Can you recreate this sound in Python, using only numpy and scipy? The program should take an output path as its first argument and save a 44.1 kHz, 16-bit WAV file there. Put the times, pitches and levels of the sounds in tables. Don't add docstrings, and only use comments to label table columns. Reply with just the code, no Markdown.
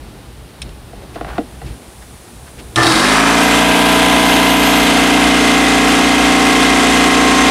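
import sys
import numpy as np
from scipy import signal
from scipy.fft import rfft, irfft
from scipy.io import wavfile

SR = 44100
rng = np.random.default_rng(int(sys.argv[2]) if len(sys.argv) > 2 else 0)


def int16_out(signal):
    q = np.round(np.clip(np.atleast_2d(signal).T, -1, 1) * 32767)
    wavfile.write(sys.argv[1], SR, q.astype(np.int16))


N = 330750
TIME = np.arange(N) / SR
FREQS = np.maximum(np.arange(N // 2 + 1) * SR / N, 1)
SWITCH_S = 2.7585
GEAR = 4.5
RUN_RATE = 58.58


def from_db(db):
    return 10 ** (np.asarray(db) / 20)


def rms_one(x):
    return x / np.sqrt(np.mean(x ** 2) + 1e-20)


def in_time(rows):
    s, *columns = np.transpose(rows)
    return [np.interp(TIME, s, column) for column in columns]


def colour(points, bumps=()):
    hz, db = np.transpose(points)
    slope = np.interp(np.log(FREQS), np.log(hz), db)
    resonances = sum(height / (1 + (2 * (FREQS - f) / width) ** 2) for f, width, height in bumps)
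    return from_db(slope + resonances)


def drift(rate_hz):
    r = np.exp(-200 * np.pi * rate_hz / SR)
    noise = rng.standard_normal(N // 100 + 1002)
    slow = signal.lfilter([1], [1, -2 * r, r * r], noise)[1000:]
    return np.interp(np.arange(N) / 100, np.arange(len(slow)), rms_one(slow))


def split(x, gain, splits_hz):
    rest, bands = rfft(x) * gain, []
    for hz in splits_hz:
        below = 1 / (1 + (FREQS / hz) ** 10)
        bands.append(rest * below)
        rest = rest * (1 - below)
    return [rms_one(irfft(band, N)) for band in bands + [rest]]


def ring(force, modes):
    out = 0
    for k, (hz, t60, db) in enumerate(modes):
        r = np.exp(-np.log(1000) / (t60 * SR))
        w = 2 * np.pi * hz / SR
        mode = signal.lfilter([0, np.sin(w)], [1, -2 * r * np.cos(w), r * r], force + 1e-18)
        out = out + (-1) ** k * from_db(db) * mode
    return out


def low_pass(x, hz, order=2):
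    return signal.sosfilt(signal.butter(order, min(hz, SR / 2 - 1), fs=SR, output="sos"), x)


def contact(chatter, decay_s, size=12000):
    force = chatter * rng.standard_normal(size) * np.exp(-np.arange(size) / SR / decay_s)
    force[0] += 1
    return force


def add(out, s, x, peak_db):
    at = int(s * SR)
    out[at:at + len(x)] += from_db(peak_db) * x / np.abs(x).max()


def envelope(start_s, attack_s, hold_s, release_s):
    since = TIME - start_s
    fall = np.maximum(since - attack_s - hold_s, 0) / release_s
    return np.clip(since / attack_s, 0, 1) * np.exp(-fall ** 2)


def swell(middle_s, length_s):
    return np.cos(np.pi * np.clip((TIME - middle_s) / length_s, -.5, .5)) ** 2


YARD_SPLITS_HZ = [178, 430, 5330]
# f/Hz, relative density level/dB
YARD_COLOUR = [(15, -47), (25, -17), (43, -7), (64, -1.5), (91, -12.5), (123, -4.5), (148, -10.5),
               (341, -13), (554, -12), (725, -12), (830, -11), (900, -14.5), (4910, -30), (9380, -22),
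               (15600, -36)]
# middle t/s, length t/s, rumble level/dB, rustle level/dB
SHUFFLES = [(0.05, 0.27, -38, -43), (0.67, .2, -28.5, -40.5), (.98, 0.17, -35, -42),
            (1.267, 0.98, -38, -40), (1.69, 0.27, -28.5, -38), (2.6, 0.18, -44, -39.5)]
# f/Hz, rms level/dB
WHISTLE = [(12888, -73), (13878, -64), (14869, -67)]
RUMBLE_DB, RUSTLE_DB, AIR_DB, HISS_DB = -39, -45, -45, -51.5
HISS_RISE_DB, HISS_RISE_FROM_S, HISS_RISE_TO_S = 5.5, .95, 2.05


def yard(gust_db, rustle_flicker_db):
    bumps = [(56, 16, 4.5), (4200, 4200, 8.5), (6850, 1800, -1.5), (9800, 1400, 4.0)]
    noise = rng.standard_normal(N)
    rumble, rustle, air, hiss = split(noise, colour(YARD_COLOUR, bumps), YARD_SPLITS_HZ)
    rumble_gain = from_db(RUMBLE_DB + gust_db * drift(7.1))
    rustle_gain = from_db(RUSTLE_DB + rustle_flicker_db * drift(6.2))
    for s, length, rumble_db, rustle_db in SHUFFLES:
        hump = swell(s, length)
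        rumble_gain = np.hypot(rumble_gain, from_db(rumble_db) * hump)
        rustle_gain = np.hypot(rustle_gain, from_db(rustle_db) * hump)
    air_gain = np.hypot(from_db(AIR_DB), 0.55 * rustle_gain)
    hiss_rise_db = np.interp(TIME, [HISS_RISE_FROM_S, HISS_RISE_TO_S], [0, HISS_RISE_DB])
    hiss_gain = from_db(HISS_DB + hiss_rise_db)
    whistle = sum(from_db(db) * np.sin(2 * np.pi * hz * TIME + .8 * drift(25)) for hz, db in WHISTLE)
    noises = rumble * rumble_gain + rustle * rustle_gain + air * air_gain + hiss * hiss_gain
    return noises + np.sqrt(2) * whistle


# t/s, peak level/dB
CLICKS = [(0.6183, -14.5), (.6225, -33), (.6268, -21), (.692, -33), (2.759, -2.5), (2.762, -24),
          (2.832, -6), (2.868, -0.5), (2.922, -5)]
# f/Hz, t60/s, relative level/dB
CLICK_MODES = [(2520, 0.0042, -1.5), (3540, 0.0025, 3.5), (4430, 0.0033, -4), (5270, 0.0057, -2),
               (5560, 0.0019, -5), (8800, 0.0022, 0), (9120, 0.0021, 2.5)]


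def clicks():
    out = np.zeros(N)
    for s, db in CLICKS:
        force = contact(chatter=0.21, decay_s=0.0043)
        click = ring(force, CLICK_MODES) + 1.8 * force
        add(out, s, low_pass(click, 10700, order=4), db)
    return out


# t/s, peak level/dB, hardness as low-pass cutoff f/Hz, bass-mode level/dB
KNOCKS = [(.931, -23, 1100, 1), (1.1572, -18, 2480, -7), (1.163, -18, 1500, -2), (1.2106, -12, 1500, -6),
          (1.2465, -18, 1800, -26), (1.267, -22, 1200, -21), (1.3811, -6, 1980, -7), (1.3863, -5.5, 450, 3),
          (1.616, -21.5, 2220, -18), (1.685, -34, 220, 2)]
# f/Hz, t60/s, relative level/dB
BED_MODES = [(200, 0.067, -9.5), (252, 0.045, 1), (306, 0.06, 0.5), (472, 0.081, -3.5), (590, 0.062, -6),
             (690, 0.037, 2.5), (794, 0.045, -2.5), (1100, 0.019, -8), (1420, 0.018, -7), (1970, 0.02, -7),
             (2770, .02, -8), (3630, .018, -6)]


def knocks():
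    out = np.zeros(N)
    for s, db, hard_hz, bass_db in KNOCKS:
        modes = [(hz, t60, level + bass_db / (1 + (hz / 450) ** 4)) for hz, t60, level in BED_MODES]
        crack = 0.93 * contact(chatter=1.0, decay_s=0.0054)
        thud = ring(contact(chatter=0.029, decay_s=0.018), modes)
        add(out, s, low_pass(thud + crack, hard_hz), db)
    return out


# middle t/s, length t/s, peak level/dB, band f/Hz
SCUFFS = [(1.034, 0.082, -28, 480), (1.15, 0.036, -31, 2900), (1.675, .06, -31, 2900),
          (2.026, 0.039, -31, 1600), (2.284, 0.032, -37, 1500), (2.482, 0.065, -30, 1600),
          (2.597, 0.047, -28.5, 2400)]


def scuffs():
    out = np.zeros(N)
    for s, length, db, hz in SCUFFS:
        grains = rng.standard_normal(SR // 4)[:int(length * SR)]
        band = signal.butter(1, [hz / 1.6, hz * 1.17], "band", fs=SR, output="sos")
        swish = signal.sosfilt(band, grains * np.hanning(len(grains)))
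        add(out, s - length / 2, swish, db)
    return out


# start t/s, hold t/s, level/dB
PULLS = [(1.142, .02, -37), (1.256, 0.083, -31.5)]
PULL_ATTACK_S, PULL_RELEASE_S = 0.024, .025


def hose():
    slips = rng.standard_normal(N) * from_db(1.6 * drift(60))
    slide_colour = colour([(100, -22), (400, -7), (780, 0), (1050, -4.5), (1500, -4), (2200, -13),
                           (4000, -22), (8000, -38)])
    slide = irfft(rfft(slips) * slide_colour, N)
    pulling = sum(from_db(db) * envelope(s, PULL_ATTACK_S, hold, PULL_RELEASE_S) for s, hold, db in PULLS)
    return pulling * rms_one(slide)


FREE_RATE, SAG_PER_S = 59.84, .2847
KICK_SHARE, KICK_S, CLIMB_S = .513, .0739, .2576


def crank():
    since = np.maximum(TIME - SWITCH_S, 0)
    kick_left = KICK_SHARE * np.exp(-since / KICK_S)
    climb_left = (1 - KICK_SHARE) * np.exp(-since / CLIMB_S)
    spin = np.maximum(1 - kick_left - climb_left, 0)
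    return spin, spin * (FREE_RATE - SAG_PER_S * since)


# f/Hz, t60/s, relative level/dB
STALL_MODES = [(121.4, 0.17, -9), (328, 0.076, -4), (700, 0.072, -5), (836, 0.068, -7.5),
               (1190, 0.029, 4.5), (1360, 0.046, 0), (1764, 0.043, 4), (4380, .03, -9.5), (5200, .03, -11)]
STALL_DB, STALL_ATTACK_S, STALL_HOLD_S, STALL_RELEASE_S = -10.8, .028, .035, .075


def stall(rough, buzz):
    beat = TIME * 120 % 1
    pulses = (np.diff(beat, prepend=0) < 0) * (1 + rough * rng.standard_normal(N))
    force = pulses + buzz * rng.standard_normal(N) * np.exp(-3 * beat)
    gain = from_db(STALL_DB) * envelope(SWITCH_S, STALL_ATTACK_S, STALL_HOLD_S, STALL_RELEASE_S)
    return gain * rms_one(ring(force, STALL_MODES))


# multiple of crank speed, rms level/dB at first, rms level/dB once settled
PUMP = [(1, -30.1, -29.7), (2, -38.9, -42.6), (3, -25.3, -27.2), (4, -23.0, -23.0), (5, -19.4, -18.7),
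        (5.5, -36.0, -32.1), (6, -35.0, -28.7), (7, -30.7, -28.1), (7.5, -33.4, -32.9), (8, -29.7, -27.9),
        (9, -35.8, -32.1), (10, -33.6, -32.3), (11, -23.3, -30.9), (12, -26.8, -25.0), (13, -28.6, -24.4),
        (13.5, -40.5, -40.3), (14.5, -33.5, -44), (15, -32.6, -41.9), (16, -26.2, -30.1),
        (17, -22.3, -34.4), (18, -34.5, -24.5), (19, -43, -28.9), (20, -33.5, -43), (21, -34.2, -34.9),
        (22, -34.2, -31.2), (26, -30.8, -34.2), (27, -27.7, -33.4), (28, -31.8, -31.0), (32, -38.3, -33.0),
        (33, -35, -30.5), (34, -33.0, -34.2), (35, -29.5, -27.5), (36, -38.5, -29.8), (39, -44, -36)]
FRAME_HZ, FRAME_WIDTH_HZ = 324, 63


def piston(turns, speed, settling, dispersion, waver_db, flutter_db, level_db, boom_db, growth, body_share):
    orders, first, settled = np.transpose(PUMP)
    strain = np.clip(4 * (1 - speed), 0, 1)
    out = 0
    for k, first_db, settled_db in PUMP:
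        body_db = np.interp(k * speed, orders, (first + settled) - (first_db + settled_db)) / 2
        db = (1 - settling) * first_db + settling * settled_db + body_share * body_db
        off_tune = 2 * (k * speed * RUN_RATE - FRAME_HZ) / FRAME_WIDTH_HZ
        boom = boom_db * strain / (1 + off_tune ** 2)
        loose = np.sqrt(k / orders[-1])
        db = db + boom + loose * (waver_db * drift(.8) + flutter_db * drift(10))
        out = out + from_db(db) * np.sin(2 * np.pi * (k * turns - dispersion * k ** 2))
    return np.sqrt(2) * from_db(level_db) * speed ** growth * out


# multiple of motor speed, relative level/dB at first, once settled
WHINE = [(12, 1, 5), (22, -9, -4), (24, 1, 9), (44, -10, -7), (48, 0, -1)]
HUM_DB, HUM_SETTLED_DB, HUM_GROWTH = -19.5, 2.0, 16
WHINE_DB, WHINE_SETTLED_DB, WHINE_GROWTH = -40, -4, 1.5
WHINE_SWELL_S, WHINE_SWELL_LENGTH_S, WHINE_SWELL_DB = 4.68, .6, 6.5
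HUM_LAG_TURNS = .02


def motor(turns, spin, settling, dispersion, twist, wander, flutter, waver_db, brush_noise):
    hum_gain = from_db(HUM_DB + HUM_SETTLED_DB * settling) * spin ** HUM_GROWTH
    whine_swell_db = WHINE_SWELL_DB * swell(WHINE_SWELL_S, WHINE_SWELL_LENGTH_S)
    whine_db = WHINE_DB + WHINE_SETTLED_DB * settling + whine_swell_db
    rotor = GEAR * turns + twist * np.sin(2 * np.pi * turns)
    rotor = rotor + wander * drift(4.5) + flutter * drift(45)
    whine = 0
    for k, first_db, settled_db in WHINE:
        db = first_db + settling * (settled_db - first_db) + waver_db * drift(2.5)
        whine = whine + from_db(db) * np.sin(2 * np.pi * k * rotor)
    whine = whine * (1 + brush_noise * drift(90))
    hum = np.sin(2 * np.pi * (rotor - dispersion * GEAR ** 2 - HUM_LAG_TURNS))
    return np.sqrt(2) * (hum_gain * hum + from_db(whine_db) * spin ** WHINE_GROWTH * whine)


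RUSH_SPLITS_HZ = [900, 2500, 4500, 10000]
# f/Hz, relative density level/dB
RUSH_COLOUR = [(25, -34), (60, -17.5), (170, -8.5), (240, 1), (550, -2.5), (1000, 1.5), (1450, 0),
               (3500, 0), (4500, -7), (7000, -13.5), (10000, -14.5), (11500, -25), (13500, -28),
               (15700, -44)]
# f/Hz, width f/Hz, height level/dB
SHROUD = [(320, 60, 4), (450, 60, 5), (730, 110, 7), (1060, 90, 4), (1290, 90, 2), (1600, 130, 5),
          (2070, 140, 7), (2600, 200, 2), (3150, 400, 2.5), (7400, 400, 3), (8100, 400, 2)]
# level/dB, change of level/dB while labouring, change once settled
RUSH_BANDS = [(-21, 0.2, -0.5), (-20.5, 1, 1.04), (-20, -2.5, -1.5), (-26.5, 2, 2.5), (-32.5, -1.5, -5)]


def rush(turns, labour, settling, mesh_share, throb_db, labour_throb_db, grit_db, size=200):
    tooth_orders = np.arange(size // 2 + 1) / 2
    random_phases = np.exp(2j * np.pi * rng.random(len(tooth_orders)))
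    errors = random_phases * np.clip(tooth_orders / 22, 0, 1) ** 2
    teeth = irfft(errors, size * 10)
    chatter = np.interp(turns / 2 % 1, np.linspace(0, 1, len(teeth)), teeth)
    mesh = rms_one(low_pass(chatter, 2230))
    air = rng.standard_normal(N) * from_db(grit_db * drift(220))
    bands = split(rms_one(air) + mesh_share * mesh, colour(RUSH_COLOUR, SHROUD), RUSH_SPLITS_HZ)
    throb = 0.29 * np.cos(2 * np.pi * turns) + 1.2 * np.cos(np.pi * turns)
    stroke = from_db(throb_db * throb + 0.56 * drift(7.3))
    levelled = []
    for band, (db, labour_db, settled_db) in zip(bands, RUSH_BANDS):
        levelled.append(band * from_db(db + labour_db * labour + settled_db * settling))
    low, middle, *treble = levelled
    pumping = from_db(labour_throb_db * np.sqrt(labour) * np.sin(4 * np.pi * turns + np.pi / 4))
    return stroke * ((low + middle) * pumping + sum(treble))


# f/Hz, t60/s, relative level/dB
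VALVE_MODES = [(1327, 0.03, 7), (1614, 0.067, -3), (2020, 0.008, -22), (2440, 0.024, 13.5),
               (3010, 0.023, 5)]


def valves(turns, speed, labour, level_db, labour_db, uneven_db, bounce_turns):
    force = 0
    for lag, strength in ((0, 0.39), (.38, 1)):
        since = (turns - lag) % 1
        slap = (np.diff(since, prepend=0) < -.5) * from_db(uneven_db * drift(42))
        bounce = 0.067 * rng.standard_normal(N) * np.exp(-since / bounce_turns)
        force = force + strength * (slap + bounce)
    plate = rms_one(ring(force * (TIME > SWITCH_S), VALVE_MODES))
    return from_db(level_db + labour_db * labour) * speed ** 2 * plate


# f/Hz, t60/s, relative level/dB
RATTLE_MODES = [(870, 0.016, -10), (1027, 0.033, -2), (1270, .018, 1.5), (1720, 0.018, 0)]
RATTLE_S, RATTLE_LENGTH_S = 3.13, 0.98


def rattle(turns, level_db, decay_turns):
    chatter = rng.standard_normal(N) * np.exp(-(turns % .5) / decay_turns)
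    return from_db(level_db) * swell(RATTLE_S, RATTLE_LENGTH_S) * rms_one(ring(chatter, RATTLE_MODES))


# t/s, peak level/dB
JOLTS = [(2.765, -9.5), (2.862, -9)]
# f/Hz, t60/s, relative level/dB
JOLT_MODES = [(125, .2, -8), (300, .15, -7), (335, .24, 0)]


def jolts():
    out = np.zeros(N)
    for s, db in JOLTS:
        add(out, s, ring(contact(chatter=0.052, decay_s=.04), JOLT_MODES), db)
    return out


# f/Hz, t60/s, relative level/dB
RASP_MODES = [(3820, 0.021, -3.5), (4450, 0.0086, 0), (4870, 0.01, -1.5), (5400, 0.0074, -4),
              (9100, 0.0021, 2)]
RASP_DB, RASP_S, RASP_ATTACK_S, RASP_HOLD_S, RASP_RELEASE_S = -20, 2.822, 0.0095, 0.11, 0.28


def brushes(turns):
    sparks = rng.standard_normal(N) * from_db(1.6 * np.cos(2 * np.pi * GEAR * turns))
    gain = from_db(RASP_DB) * envelope(RASP_S, RASP_ATTACK_S, RASP_HOLD_S, RASP_RELEASE_S)
    return gain * rms_one(ring(sparks, RASP_MODES))


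# t/s,
# weight of the settled timbre [1; values outside 0 to 1 extrapolate]
SETTLING = [(3.4, 0.4), (3.75, -0.22), (4.4, -0.045), (4.8, 0.15), (5.25, 0.66), (7.4, 1.24)]
LABOUR_SLIP = 0.04


def compressor():
    spin, rate = crank()
    settling, = in_time(SETTLING)
    labour = np.tanh((1 - spin) / LABOUR_SLIP)
    turns = np.cumsum(rate) / SR + 0.0012 * drift(14.0)
    speed = rate / RUN_RATE
    dispersion = .55
    tones = piston(turns, np.minimum(speed, 1), settling, dispersion, waver_db=1.5, flutter_db=1.0,
                   level_db=0.0, boom_db=18.5, growth=2.7, body_share=0.088)
    tones = tones + motor(turns, spin, settling, dispersion, twist=0.0021, wander=0.0018, flutter=0.0013,
                          waver_db=2.5, brush_noise=0.39)
    air = rush(turns, labour, settling, mesh_share=0.18, throb_db=0.8, labour_throb_db=1.0, grit_db=1.0)
    air = air + valves(turns, speed, labour, level_db=-27.5, labour_db=3.0, uneven_db=3.0, bounce_turns=0.071)
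    air = air + rattle(turns, level_db=-13.5, decay_turns=0.17)
    spun_up = np.clip(0.5 + 0.53 * speed, 0, 1)
    start = stall(rough=0.46, buzz=0.19) + jolts() + brushes(turns)
    switched_on = np.clip((TIME - SWITCH_S) / 0.0019, 0, 1)
    return switched_on * (tones + air * spun_up + start)


def scene():
    background = yard(gust_db=2.5, rustle_flicker_db=1.5)
    mono = background + clicks() + knocks() + scuffs() + hose() + compressor()
    return np.array([mono, mono])


CUTOFF_HZ = 15750


def record(dry):
    held = dry / (1 + (dry / .97) ** 6) ** (1 / 6)
    return signal.sosfilt(signal.ellip(12, .1, 80, CUTOFF_HZ, fs=SR, output="sos"), held)


dry = scene()
out = record(dry)
int16_out(out)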